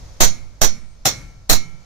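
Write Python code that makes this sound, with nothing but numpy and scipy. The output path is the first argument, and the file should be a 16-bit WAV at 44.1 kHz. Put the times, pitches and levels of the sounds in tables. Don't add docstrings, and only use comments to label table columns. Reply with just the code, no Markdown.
import sys
import numpy as np
from scipy import signal
from scipy.fft import rfft, irfft, next_fast_len
from scipy.io import wavfile
from scipy.ndimage import map_coordinates

SR = 44100
rng = np.random.default_rng(int(sys.argv[2]) if len(sys.argv) > 2 else 0)


def dump_mix(stems):
    frames = np.atleast_2d(stems).T
    limited = np.clip(frames, -1, 1)
    pcm = np.round(limited * 32767).astype(np.int16)
    wavfile.write(sys.argv[1], SR, pcm)


N = 81585

# t/s, rumble level/dB, hiss level/dB
BACKGROUND_LEVELS = [(0, -36, -48), (.2, -40.5, -51), (.55, -42.5, -56.5), (.8, -49, -57),
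                     (1.0, -42, -57.5), (1.25, -39, -55.5), (1.45, -44, -58), (1.85, -50, -55)]
# f/Hz, relative spectral level/dB
RUMBLE_SPECTRUM = [(20, 0.5), (45, 5), (70, -3), (105, -2.5), (170, -16), (300, -26), (600, -72.5)]
HISS_SPECTRUM = [(100, -8), (550, 5), (1000, -0.5), (1800, -6), (2250, -6.5), (2900, -10.5), (4200, -5),
                 (6400, -3), (8000, -17), (12000, -23), (16000, -28.5)]
ECHO_SPECTRUM = [(40, 5), (130, 15.5), (240, 10.5), (400, 1), (800, -3.5), (1700, -3.5), (2250, 0),
                 (2900, -12), (4300, -4), (5000, -11), (6200, -0.5), (8000, -13.5), (12000, -18.5),
                 (16000, -36.5)]
KNOCK_SPECTRUM = [(25, -46), (70, 2), (130, 3.5), (250, -1.5), (400, -2.5), (750, 0), (1100, -7),
                  (2000, -11.5), (5000, -68)]
CRACK_SPECTRUM = [(300, -14.5), (1000, 3), (3000, 3.5), (6500, -1), (10000, 0.5), (16000, -3.5)]
CLASH_SPECTRUM = [(300, -21), (1300, -5.5), (2000, -7), (3000, -6.5), (4300, 0), (5000, -4.5), (5900, 0),
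                  (6800, 3), (8000, -9), (10500, -12), (14500, -3), (16000, -13.5)]
# f/Hz, T60/s
ECHO_T60 = [(130, 0.78), (500, 0.47), (2200, 0.53), (6000, 0.49), (14000, 0.48)]
CLASH_T60 = [(1000, 0.12), (4300, 0.19), (6500, 0.15), (9000, 0.11), (15000, 0.091)]
# f/Hz, relative ripple depth
RIPPLE_DEPTH = [(1000, .5), (5000, .9), (9000, 1.3)]
# f/Hz, right-minus-left level/dB
CLASH_BALANCE = [(1000, -1), (3000, -4.5), (6000, 2.5), (14000, 1)]
# f/Hz, relative
# level/dB, T60/s
POST_HZ = [1351, 2161, 2245, 2283, 2324, 3031]
POST_DB = [-34.5, -16.5, -28.5, -31, -30.5, -41]
POST_T60 = [1.32, 0.51, 0.68, .9, 0.78, 1.1]
# f/Hz, relative level/dB, T60/s
PLATE_HZ = [4151, 4372, 5385, 5735, 5866, 5914, 6044, 6363, 6529, 6672, 6900, 8600, 13260, 14560]
PLATE_DB = [-20, -7, -10.5, -3.5, -7.5, 5, -18, -12.5, -8.5, 1, -10, -13, -12, -16]
PLATE_T60 = [0.29, 0.25, 0.32, 0.22, 0.23, 0.2, 0.1, 0.24, 0.17, 0.23, 0.093, 0.11, .1, .09]
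# t/s, height/full scale, hold/s
SWINGS = [(.2070, .61, .025), (.6175, .54, .019), (1.4985, .53, .021)]
# t/s; relative level/dB of clash, knock, plate, post and echo; treble tilt/(dB/octave);
# hold/s; right-minus-left level/dB; f/Hz favoured by the striking spot; thud f/Hz
BLOWS = [(0.2052, 0.5, 0.5, 2.5, -1.5, 1, -1.9, 0.032, 1.5, 6410, 668),
         (0.6154, -2.5, -2, -2.5, -4, -2, -1.5, 0.023, 4.5, 5650, 619),
         (1.0543, -2, -3, -7.5, 1, 2, -2, 0.015, 0, 5390, 767),
         (1.4958, -0.5, 0, -1, 3, 1.5, -0.06, 0.03, 1, 3930, 757)]


def amp(db):
    return 10 ** (np.asarray(db) / 20)


def along(points, hz):
    f, value = np.transpose(points)
    return np.interp(np.log(hz + 1), np.log(f + 1), value)


def pan(db):
    return amp(np.array([[-db], [db]]) / 2)


def since(start):
    return np.arange(N) / SR - start


def fade(t, t60):
    return np.exp(-np.log(1000) * np.maximum(t, 0) / t60)


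def rise(t, tau_s):
    return 1 - np.exp(-np.maximum(t, 0) / tau_s)


def wander(position):
    return map_coordinates(rng.standard_normal(4096), [position], mode="wrap")


def filtered(x, response):
    size = next_fast_len(N + SR // 4)
    return irfft(rfft(x, size) * response(np.fft.rfftfreq(size, 1 / SR)), size)[..., :N]


def noise(spectrum, coherence=0., extra_db=lambda hz: 0):
    mid, side = rng.standard_normal((2, N))
    angle = np.arccos(coherence) / 2
    pair = np.cos(angle) * mid + np.sin(angle) * np.array([side, -side])
    coloured = filtered(pair, lambda hz: amp(along(spectrum, hz) + extra_db(hz)))
    return coloured / np.sqrt(np.mean(coloured ** 2) + 1e-20)


def damped(x, starts, t60_curve):
    hz, t, bands = signal.stft(x, SR, nperseg=128)
    decay = fade(t - np.reshape(starts, (-1, 1, 1)), along(t60_curve, hz)[:, None])
    return signal.istft(bands * decay, SR, nperseg=128)[1][:, :N]


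def outdoors():
    times, rumble_db, hiss_db = np.transpose(BACKGROUND_LEVELS)
    rumble = amp(np.interp(since(0), times, rumble_db)) * noise(RUMBLE_SPECTRUM, coherence=0.7)
    hiss = amp(np.interp(since(0), times, hiss_db)) * noise(HISS_SPECTRUM, coherence=0.2)
    return pan(0.5) * rumble + hiss


def whistle(start_s=0.775, length_s=0.16, db=-65, hz=8134):
    t = since(start_s)
    envelope = rise(t, 0.005) * (1 - rise(t - length_s, 0.026))
    return amp(db) * envelope * np.sin(2 * np.pi * hz * t)


def wall_echo(start, ripple_db=2.5, spacing_hz=44.92):
    reflections = noise(ECHO_SPECTRUM, 0.56, lambda hz: ripple_db * wander(hz / spacing_hz))
    return rise(since(start), 0.048) * damped(reflections, start, ECHO_T60)


def overload_swing(rise_s=0.0035, fall_s=0.031, recover_s=0.07, rebound_hz=2.3):
    swing = np.zeros(N)
    for start, height, hold in SWINGS:
        t = since(start)
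        jump = np.sin(np.pi / 2 * np.clip(t / rise_s, 0, 1)) ** 2
        fall = np.cos(np.pi * np.clip((t - hold) / fall_s, 0, 1))
        age = np.maximum(t - hold - fall_s, 0)
        recovery = np.exp(-age / recover_s) * np.cos(2 * np.pi * rebound_hz * age)
        swing += height * jump * fall * recovery
    return np.array([-0.1 * swing, swing])


def spot_emphasis(hz, spot_hz, peak_db=5, width_octaves=0.078):
    return peak_db * np.exp(-0.5 * (np.log2((hz + 1) / spot_hz) / width_octaves) ** 2)


def steel_ring(t, modes, spot_hz, scatter_db=1):
    ring = np.zeros((2, N))
    for hz, db, t60 in modes:
        gain = amp(db + spot_emphasis(hz, spot_hz) + scatter_db * rng.standard_normal((2, 1)))
        phase = rng.uniform(0, 2 * np.pi) + rng.uniform(0, np.pi, (2, 1))
        ring += gain * fade(t, t60) * np.sin(2 * np.pi * hz * t + phase)
    return ring * rise(t, 0.024)


def plate_thud(t, hz):
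    return fade(t, t60=0.077) * np.sin(2 * np.pi * hz * np.maximum(t, 0))


def slab_knock(t):
    return noise(KNOCK_SPECTRUM, coherence=0.059) * fade(t, t60=0.13)


def contact_crack(t, delay_s=0.0012, decay_s=0.0025):
    return noise(CRACK_SPECTRUM) * (t > delay_s) * (1 - rise(t - delay_s, decay_s))


def steel_clash(decay_starts, tilt_db, spot_hz, spacing_hz=69.4):
    def colour_db(hz):
        tilt = tilt_db * np.log2(hz + 500)
        ripple = 3.5 * wander(hz / spacing_hz) * along(RIPPLE_DEPTH, hz)
        sides = np.array([[-0.5], [0.5]]) * along(CLASH_BALANCE, hz)
        return tilt + spot_emphasis(hz, spot_hz) + ripple + sides
    return damped(noise(CLASH_SPECTRUM, 0.023, colour_db), decay_starts, CLASH_T60)


def contact_envelope(t, hold, graze_s=0.0041, chatter_db=1, chatter_per_s=400, sag_db_per_s=103):
    graze = amp(-11) * np.clip(1 + t / graze_s, 0, 1)
    chatter = chatter_db * wander(since(0) * chatter_per_s)
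    sag = sag_db_per_s * np.clip(t, 0, hold)
    return (graze + rise(t, 0.0008)) * amp(chatter - sag)


def hammer(right_hold_s=0.0096):
    blows = np.zeros((2, N))
    for (start, clash_db, knock_db, plate_db, post_db, echo_db,
         tilt_db, hold, pan_db, spot_hz, thud_hz) in BLOWS:
        t = since(start)
        holds = hold + np.array([[0], [right_hold_s]])
        envelope = pan(pan_db) * contact_envelope(t, hold)
        crack = amp(-9) * contact_crack(t)
        thud = amp(-16.5) * plate_thud(t, thud_hz)
        clash = amp(clash_db - 11) * steel_clash(start + holds, tilt_db, spot_hz)
        knock = amp(knock_db - 17.5) * slab_knock(t - holds)
        plate = amp(plate_db - 15) * steel_ring(t, zip(PLATE_HZ, PLATE_DB, PLATE_T60), spot_hz)
        post = amp(post_db - 15) * steel_ring(t, zip(POST_HZ, POST_DB, POST_T60), spot_hz)
        echo = amp(echo_db - 26.5) * wall_echo(start)
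        blows += envelope * (clash + knock) + crack + thud + pan(5.5) * plate + post + echo
    return blows


def scene():
    return hammer() + outdoors() + whistle() + overload_swing()


def record(dry, ceiling=0.87, knee=11.7, cutoff_hz=15600):
    clipped = dry / (1 + np.abs(dry / ceiling) ** knee) ** (1 / knee)
    return filtered(clipped, lambda hz: 1 / (1 + (hz / cutoff_hz) ** 160))


dry = scene()
out = record(dry)
dump_mix(out)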